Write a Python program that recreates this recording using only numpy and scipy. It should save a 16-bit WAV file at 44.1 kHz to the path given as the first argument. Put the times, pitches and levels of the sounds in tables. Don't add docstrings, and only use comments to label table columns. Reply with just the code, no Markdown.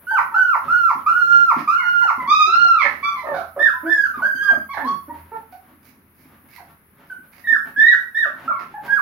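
import sys
import numpy as np
from scipy import signal
from scipy.fft import rfft, irfft
from scipy.io import wavfile
from scipy.ndimage import uniform_filter1d, minimum_filter1d

SR = 44100
rng = np.random.default_rng(int(sys.argv[2]) if len(sys.argv) > 2 else 0)


def persist_wave(psi):
    counts = np.round(np.clip(psi, -1, 1) * 32767).astype(np.int16)
    wavfile.write(sys.argv[1], SR, np.atleast_2d(counts).T)


N = 397341
TIME = np.arange(N) / SR

# frequency in Hz, level in dB.
AIR_COLOUR = [(15, -29), (25, 2.5), (43, -5.5), (219, 0), (610, -17), (1150, -11), (2070, -13.5),
              (3280, -27.5), (6500, -36), (8500, -65), (11000, -94), (18700, -120)]
HISS_COLOUR = [(8300, -31), (9400, -8.5), (10200, 3), (12000, 4.5), (13500, 1.5), (15000, 1)]
SCUFF_COLOUR = [(300, -14.5), (800, 7), (1500, 5), (2200, 11.5), (3300, -8.5), (5000, -6.5), (6500, -17),
                (8000, -28), (11000, -11), (15000, -14)]
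# frequency in Hz, level in dB.
SHUFFLE_COLOUR = [(60, -24.5), (130, -7.5), (220, -1.5), (330, -10), (550, -9.5), (1500, -9),
                  (3000, -23), (8000, -44.5)]
# time in seconds, level in dB.
HUM_LEVELS = [(0, -61), (1.5, -60.5), (5.3, -54.5), (5.9, -64), (9, -65.5)]
HISS_LEVELS = [(0.0, -56), (2.91, -59.5), (3.71, -56), (4.84, -56), (6.1, -65.5), (6.57, -59.5),
               (6.97, -66), (7.5, -56), (8.73, -65), (9.01, -55)]
# start, length and rise in seconds; onset, crest, shoulder and
# end pitch in Hz; level, onset and end offsets, second harmonic and higher harmonics in dB.
WHINES = [ (0.067, 0.13, 0.052, 1399, 1562, 1520, 832, -17, -7, 1, -30.5, -38.5),
          (0.340, 0.22, 0.047, 1297, 1548, 1372, 831, -16.5, 1, 2, -34.5, -41),
          (0.678, .240, 0.066, 1210, 1452, 1369, 851, -15, -7, 0.5, -33.5, -39.5),
          (1.060, .467, 0.066, 1131, 1438, 1388, 834, -14.5, 1, -1.5, -32, -39),
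          (1.673, 0.44, 0.11, 1161, 1430, 1426, 792, -16, 1.5, -0.5, -27.5, -34),
          (3.589, 0.12, 0.049, 1674, 1835, 1680, 1203, -14, -11.5, -14, -20, -34.5),
          (3.856, 0.22, 0.054, 1393, 1755, 1621, 1312, -18, -2.5, -5, -26.5, -34),
          (4.218, 0.086, 0.057, 1395, 1640, 1630, 1593, -15.5, -3.5, -18.5, -38.5, -34.5),
          (4.314, 0.075, 0.031, 1561, 1578, 1589, 1586, -27, -5.5, 3.5, -23, -24),
          (4.387, 0.16, 0.043, 1583, 1614, 1616, 1619, -15.5, -5.5, -9.5, -27.5, -34.5),
          (7.097, 0.046, 0.014, 1553, 1530, 1472, 1420, -30, -4, -16.5, -30, -35.5),
          (7.468, 0.1, 0.0257, 1713, 1822, 1752, 1228, -14, 1, -7, -30, -42),
          (7.759, 0.19, 0.14, 1606, 1894, 1862, 1385, -12, -11.5, -7, -22.5, -39),
          (8.143, 0.12, 0.058, 1684, 1871, 1813, 1174, -19, -7, -5, -20, -35),
          (8.878, 0.12, 0.075, 1545, 1668, 1638, 1016, -14.5, -13.5, -8.5, -35.5, -38), ]
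# start and length in seconds, start and end pitch in Hz,
# level and second harmonic in dB, roughness from 0 to 1.
WHIMPERS = [ (0.110, 0.068, 903, 785, -31.5, -24, 0.2), (0.315, 0.065, 929, 755, -34.5, -16.5, 0),
            (1.781, 0.081, 1134, 839, -39.5, -1.5, 0.03), (2.014, 0.047, 1050, 736, -37, -11, 0.08),
            (2.168, 0.11, 1032, 923, -36, -11.5, .15), (2.468, 0.033, 377, 350, -49, -7, 0.08),
            (2.645, 0.019, 691, 769, -37.5, -24, 0.03), (2.839, 0.031, 596, 520, -40, -14, 0.5),
            (3.043, 0.067, 1321, 1278, -32.5, -37, 0.05), (3.232, 0.14, 637, 515.5, -36.5, -8.5, 0.33),
            (3.560, 0.064, 579.6, 588.5, -35.5, -12, 0.61), (3.732, 0.095, 987, 968, -42.5, -30, 0.04),
            (3.829, 0.071, 295.3, 340.4, -35.5, -10.5, 0), (4.216, 0.035, 690, 567, -41.5, -16, 0.2),
            (4.504, .05, 728, 560, -36.5, -6.5, 0.54), (4.797, 0.16, 306.4, 160.4, -44.5, -12.5, 0.16),
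            (5.076, 0.042, 286, 275, -45.5, -18, 0), (5.092, 0.055, 962, 889, -38, -22.5, 0.09),
            (5.315, 0.064, 443.3, 428.3, -45, -0.5, 0.05), (5.522, 0.03, 708, 744, -41.5, -20, 0.04),
            (6.577, 0.046, 1013, 646, -48.5, -16.5, 0.44), (7.438, .045, 1893, 1703, -36, -26.5, 0.08),
            (8.25, 0.024, 703, 534, -41, -4, 0.08), (8.489, 0.022, 687, 530, -42, -3, 0),
            (8.738, 0.051, 874, 775, -36, -19.5, 0), (8.851, 0.064, 970, 871, -45, -15, 0), ]
# time in seconds, pitch in Hz.
LONG_CRY_PITCH = [(2.272, 1102), (2.344, 1287), (2.422, 1221), (2.582, 1405), (2.688, 1390), (2.77, 1278),
                  (2.808, 1107), (2.82, 1100), (2.854, 949), (2.865, 930)]
SHORT_CALLS = [ (3.026, .095, 0.035, 1130, 1155, 1155, 1148, -25, 1.5, -5.5, -6, -18, 0.07),
               (3.125, .110, .02, 1140, 1099, 1030, 885, -35, -1.5, -0.5, -6, -19, 0.2),
               (3.240, .095, 0.021, 907, 914, 894, 864, -35.5, -3, 1, -5.5, -25.5, 0.33),
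               (3.339, .100, 0.021, 765, 746.4, 686, 606, -34, 2.5, -4.5, -4, -18.5, 0.56),
               (4.138, 0.078, .02, 1236, 1222, 1176, 673, -34.5, 1, -2, -27, -32.5, 0.1),
               (4.420, .090, .02, 1264, 1242, 1199, 700, -36.5, -5, 1, -26, -35.5, .05),
               (4.689, 0.064, 0.031, 1065, 1147, 1116, 694, -34.5, 0, 5.5, -9.5, -25, 0),
               (4.768, 0.052, 0.033, 835, 898, 930.3, 900, -32.5, 7.5, -5.5, 1, -29, 0.65),
               (4.842, 0.1, 0.0555, 980, 1138, 1133, 1070, -28.5, -1.5, -12, -30, -25.5, 0.11),
               (8.476, 0.04, 0.024, 1254, 1413, 1400, 1105, -23, 3, 0.5, -41, -54, .02),
               (8.515, .085, 0.024, 1149, 1121, 1096, 925, -38.5, 13, -4, -14, -35, .06), ]
# frequency in Hz, gain in dB.
WHINE_THROAT = [(3000, -4.5), (4200, 5), (5300, 5.5), (7100, -5), (7900, -18), (9200, -6.5), (11500, -8),
                (15000, -13)]
WHIMPER_THROAT = [(1300, -3.5), (2200, -18.5), (3200, -38.5), (12000, -52.5)]
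CRY_THROAT = [(2400, 6), (3050, -6), (3450, 2), (3850, 2.5), (5000, -6), (6200, -12.5), (7200, -28),
              (8200, -38), (10000, -27.5), (14000, -51)]
MOUTH = [(1600, 14), (2000, 15), (2450, 9), (2850, -1.5), (3250, -5), (3600, 8), (3850, 7.5)]
# time in seconds, level in dB.
PAW_FALLS = [(0.951, -24.5), (1.563, -13), (1.58, -14), (2.175, -23), (2.277, -22.5), (3.311, -25.5),
             (4.171, -22), (4.345, -27.5), (4.517, -20), (4.57, -21.5), (5.08, -35), (5.714, -35),
             (5.924, -43), (6.031, -42.5), (6.252, -33.5), (7.516, -26.5), (7.773, -26.5)]
# frequency in Hz, level in dB, time to fall 60 dB in seconds.
FLOOR_MODES = [(152, -4.5, 0.052), (199.3, -6.5, 0.17), (214.7, -1.5, 0.16), (286, 0.5, 0.065),
               (361, -4, .06), (478, -12, 0.016)]
# start and length in seconds, level in dB, tilt in dB per octave.
SCUFFS = [(1.548, 0.074, -35, -2), (5.163, 0.038, -52.5, 0), (5.513, 0.04, -47, 5), (5.82, 0.091, -53.5, 6),
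          (6.133, 0.16, -57.5, 6), (6.478, 0.13, -50, 3), (7.055, .05, -56, 5.5), (7.309, 0.11, -48.5, 1),
          (8.581, 0.061, -43, -2.5), (8.83, 0.061, -50.5, 4)]
# delay in ms, left and right level in dB.
REFLECTIONS = [(3.1, -17.5, -12.5), (7.4, -14.5, -9.5), (12.6, -14.5, -7.5), (19.3, -16.5, -10)]
# frequency in Hz, time to fall 60 dB in seconds.
ROOM_T60 = [(150, 0.27), (500, 0.23), (1300, 0.36), (3500, 0.31), (7000, 0.43), (14000, 0.21)]
# frequency in Hz, left-right correlation.
STEREO_CORRELATION = [(60, 0.99), (300, 0.85), (700, 0.61), (1400, 0), (3000, 0)]

CUTOFF_HZ = 15800
SWELL_S = 0.035


def from_db(db):
    return 10 ** (np.asarray(db) / 20)


def unit_rms(x):
    return x / np.sqrt(np.mean(x ** 2) + 1e-20)


def at_hz(points, hz):
    freqs, values = np.transpose(points)
    return np.interp(np.log(np.maximum(hz, 1)), np.log(freqs), values)


def panned(left_db):
    return unit_rms(from_db(np.array([[left_db], [-left_db]]) / 2))


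def wobble(size, rate_hz):
    pole, run_in = np.exp(-2 * np.pi * rate_hz / SR), SR // 4
    drift = signal.lfilter([1], [1, -2 * pole, pole * pole], rng.standard_normal(size + run_in))
    return unit_rms(drift[run_in // 2:])[-size:]


def noise(colour, size, db_per_octave=0):
    hz = np.fft.rfftfreq(size, 1 / SR)
    shape = from_db(at_hz(colour, hz) + db_per_octave * np.log2(np.maximum(hz, 700)))
    return unit_rms(irfft(rfft(rng.standard_normal(size)) * shape, size))


def diffuse(pair):
    size = pair.shape[1]
    alike = at_hz(STEREO_CORRELATION, np.fft.rfftfreq(size, 1 / SR))
    mid, side = rfft(pair)
    return irfft(np.sqrt((1 + alike) / 2) * mid + np.sqrt((1 - alike) / 2) * side * [[1], [-1]], size)


def fade(t, start, end, attack_s, release_s):
    rise = np.sin(np.pi / 2 * np.clip((t - start) / attack_s, 0, 1)) ** 2
    fall = np.sin(np.pi / 2 * np.clip((end - t) / release_s, 0, 1)) ** 2
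    return rise * fall


def during(start, length):
    return TIME[int(start * SR):int((start + length) * SR)]


def room_tone(air_db=-57.5, hum_hz=83):
    air = from_db(air_db) * diffuse(np.array([noise(AIR_COLOUR, N), noise(AIR_COLOUR, N)]))
    hum = np.sqrt(2) * np.sin(2 * np.pi * hum_hz * TIME + 0.48 * wobble(N, 1.3))
    hum *= from_db(np.interp(TIME, *np.transpose(HUM_LEVELS)) - 2 + 3.8 * wobble(N, 3.2))
    hiss = np.array([noise(HISS_COLOUR, N), noise(HISS_COLOUR, N)])
    hiss *= from_db(np.interp(TIME, *np.transpose(HISS_LEVELS)) + 5 + 1.1 * wobble(N, 10))
    return air + hum + hiss * panned(4)


def shuffle(level_db=-55, uneven_db=7.5, lull_db=-9):
    lull = fade(TIME, 5.4, 7.57, 0.34, 0.26)
    return from_db(level_db + lull_db * lull + uneven_db * wobble(N, 6.4)) * noise(SHUFFLE_COLOUR, N)


def nose_whistle(top_hz=9350, sag=0.12, lead_s=0.027, length_s=0.15, level_db=-61):
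    out, size = np.zeros(N), int(length_s * SR)
    from_crest = np.linspace(-.5, 1.3, size)
    for (start, *_), (louder, higher) in zip(WHINES, rng.standard_normal((len(WHINES), 2))):
        at = int((start - lead_s) * SR)
        pitch = top_hz * (1 + .025 * higher - sag * from_crest ** 2 + sag / 10 * wobble(size, 5.4))
        swell = from_db(level_db + 4 * louder) * np.sqrt(np.hanning(size))
        out[at:at + size] += (swell * np.sin(2 * np.pi * np.cumsum(pitch) / SR))[:N - at]
    return out


def arched_call(start, length, rise_s, onset_hz, crest_hz, shoulder_hz, end_hz,
                db, onset_db, end_db, second_db, higher_db, rough=0):
    drop_s = .062
    t = during(start, length)
    age = t - start
    scoop = np.clip(1 - age / rise_s, 0, 1) ** 2
    drop = np.clip(1 - (length - age) / min(drop_s, length / 2), 0, 1) ** 2.4
    shoulder_s = max(length - drop_s, rise_s + drop_s / 2)
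    glide = np.interp(age, [rise_s, shoulder_s], [crest_hz, shoulder_hz])
    pitch = glide * (1 + scoop * (onset_hz / crest_hz - 1)) * (1 + drop * (end_hz / shoulder_hz - 1))
    mouth_db = at_hz(MOUTH, 2 * pitch) - at_hz(MOUTH, 2 * crest_hz)
    level_db = db + onset_db * np.clip(1 - age / SWELL_S, 0, 1) + end_db * np.sqrt(drop)
    return t, pitch, level_db, second_db + mouth_db, higher_db, rough


def vocal_folds(pitch, level_db, second_db, higher_db, hoarse, throat, quaver):
    size = len(pitch)
    pitch = uniform_filter1d(pitch, SR // 80, mode="nearest")
    fall_octaves_per_s = -np.gradient(np.log2(pitch)) * SR
    rough = np.maximum(hoarse, 0.1 * np.clip(fall_octaves_per_s / 20, 0, 1))
    jitter = quaver * wobble(size, 51) + 0.1 * rough * wobble(size, 230)
    phase = 2 * np.pi * np.cumsum(pitch * (1 + jitter)) / SR
    harmonics = np.arange(3, 13)[:, None]
    gains = from_db(at_hz(throat, harmonics * pitch)) * (harmonics * pitch < CUTOFF_HZ)
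    higher = np.sum(gains * np.sin(harmonics * phase), axis=0) / np.sqrt(np.sum(gains ** 2, axis=0))
    level = np.sqrt(2) * from_db(level_db) * (1 + rough * wobble(size, 170))
    breath = from_db(-48 + 19 * rough) * noise([(500, -22), (1500, -3)] + throat, size, -6)
    flutter = from_db(2.5 * wobble(size, 30))
    overtones = flutter * (from_db(second_db) * np.sin(2 * phase) + from_db(higher_db) * higher)
    return level * np.array([np.sin(phase), overtones + breath])


def puppy(calls, throat, left_db, overtone_left_db, overtone_db=0, quaver=.0035):
    out = np.zeros((2, N))
    for t, pitch, level_db, second_db, higher_db, rough in calls:
        at, size = round(t[0] * SR), len(t)
        pitch = pitch * (1 + .007 * wobble(size, 9))
        higher_db = higher_db + 3 * wobble(size, 5.1)
        level_db = level_db + 2 * wobble(size, 18)
        voice = vocal_folds(pitch, level_db, second_db, higher_db, rough, throat, quaver)
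        out[:, at:at + size] += voice * fade(t, t[0], t[-1], attack_s=0.0066, release_s=0.0027)
    fundamental, overtones = out
    return fundamental * panned(left_db) + from_db(overtone_db) * overtones * panned(overtone_left_db)


def whimper(start, length, start_hz, end_hz, db, second_db, rough, bow=.04):
    t = during(start, length)
    along = (t - start) / length
    pitch = start_hz * (end_hz / start_hz) ** along * (1 + bow * np.sin(np.pi * along))
    level_db = db + np.interp(along, [0, .4, 1], [-1.5, 0, -4])
    higher_db = second_db - 3 + at_hz(WHIMPER_THROAT, 3 * pitch)
    return t, pitch, level_db, second_db, higher_db, rough


def paws(gain_db=-7.5, contact_s=0.0012, light_count=45):
    light_steps = np.c_[rng.uniform(0, TIME[-1], light_count), rng.normal(-42, 4, light_count)]
    times, step_db = np.vstack([PAW_FALLS, light_steps]).T
    floor = np.zeros(N)
    for k, (hz, mode_db, t60) in enumerate(FLOOR_MODES):
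        pushes = np.zeros(N)
        push_db = step_db + mode_db + gain_db + 2 * rng.standard_normal(len(times))
        pushes[(times * SR).astype(int)] = from_db(push_db)
        pole, angle = from_db(-60 / (t60 * SR)), 2 * np.pi * hz / SR
        feedback = [1, -2 * pole * np.cos(angle), pole * pole]
        floor += (-1) ** k * signal.lfilter([0, np.sin(angle)], feedback, pushes + 1e-18)
    pad = np.hanning(int(contact_s * SR) + 3)
    thuds = signal.lfilter(pad / pad.sum(), [1], floor)
    low_cut = signal.butter(2, 130, "high", fs=SR, output="sos")
    return signal.sosfilt(low_cut, thuds)


def scuffs(gain_db=-1, grain_db=6):
    out = np.zeros(N)
    for start, length, db, tilt in SCUFFS:
        at, size = int(start * SR), int(length * SR)
        stroke = np.sqrt(np.hanning(size)) * from_db(db + gain_db + grain_db * wobble(size, 90))
        out[at:at + size] += (stroke * noise(SCUFF_COLOUR, size, tilt))[:N - at]
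    return out


def long_cry(strain_at_s=2.424, strain_width_s=0.082, break_at_s=2.765, break_s=0.064):
    times, hz = np.transpose(LONG_CRY_PITCH)
    t = during(times[0], times[-1] - times[0])
    strain = np.exp(-((t - strain_at_s) / strain_width_s) ** 2 / 2)
    broken = np.clip((t - break_at_s) / break_s, 0, 1)
    edges_db = np.interp(t, [t[0], t[0] + SWELL_S, t[-1] - SWELL_S, t[-1]], [-11, 0, 0, 3.5])
    tiring_db = -18.5 * (t - t[0])
    level_db = -10.5 + edges_db + tiring_db - 4 * strain - 9.5 * broken ** 2
    second_db = -23.5 + 9.25 * strain + 34.5 * broken
    higher_db = -32 + 18.5 * strain + 19 * broken
    rough = 0.66 * np.clip(2 * broken - 1, 0, 1) ** 2
    return t, np.interp(t, times, hz), level_db, second_db, higher_db, rough


def room(x, direct_db=-4, tail_db=-1.5, build_s=0.0061):
    t = TIME[:SR * 3 // 5]
    field = rfft(diffuse(rng.standard_normal((2, len(t)))))
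    hz, centres = np.fft.rfftfreq(len(t), 1 / SR), np.array(ROOM_T60)[:, 0]
    response = np.zeros((2, len(t)))
    for weights, (_, t60) in zip(np.eye(len(centres)), ROOM_T60):
        band = irfft(field * at_hz(np.c_[centres, weights], hz), len(t))
        response += band * from_db(-60 * t / t60)
    response *= 1 - np.exp(-t / build_s)
    voice_band = (hz > 800) & (hz < 2000)
    response *= from_db(tail_db) / np.sqrt(np.mean(abs(rfft(response)[:, voice_band]) ** 2))
    response[:, 0] += from_db(direct_db)
    for ms, *sides_db in REFLECTIONS:
        response[:, int(ms * SR / 1000)] += from_db(np.array(sides_db) + direct_db)
    return signal.fftconvolve(x, response, axes=1)[:, :N]


def limiter(x, ceiling_db=-1.2, release_db_per_s=150):
    window = SR // 200
    over_db = np.maximum(20 * np.log10(abs(x).max(axis=0) + 1e-9) - ceiling_db, 0)
    held_db = np.maximum.accumulate(over_db + release_db_per_s * TIME) - release_db_per_s * TIME
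    return x * from_db(uniform_filter1d(minimum_filter1d(-held_db, window), window))


def scene():
    whines = puppy([arched_call(*row) for row in WHINES], WHINE_THROAT,
                   left_db=-3, overtone_left_db=-11.5, overtone_db=-1.5)
    cry_and_calls = puppy([long_cry()] + [arched_call(*row) for row in SHORT_CALLS], CRY_THROAT,
                          left_db=-3, overtone_left_db=-9.5)
    whimpers = puppy([whimper(*row) for row in WHIMPERS], WHIMPER_THROAT,
                     left_db=-1.5, overtone_left_db=-5.5, overtone_db=3.5, quaver=.01)
    voices = from_db(1.5) * whines + from_db(4.5) * cry_and_calls + from_db(8) * whimpers
    voices[0] = np.roll(voices[0], 3)
    return room(voices + nose_whistle() + paws() + shuffle() + scuffs() * panned(-11)) + room_tone()


def record(dry):
    low_cut = signal.butter(2, 45, "high", fs=SR, output="sos")
    high_cut = signal.ellip(10, .1, 70, CUTOFF_HZ, fs=SR, output="sos")
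    return signal.sosfiltfilt(high_cut, limiter(signal.sosfilt(low_cut, dry)))


dry = scene()
out = record(dry)
persist_wave(out)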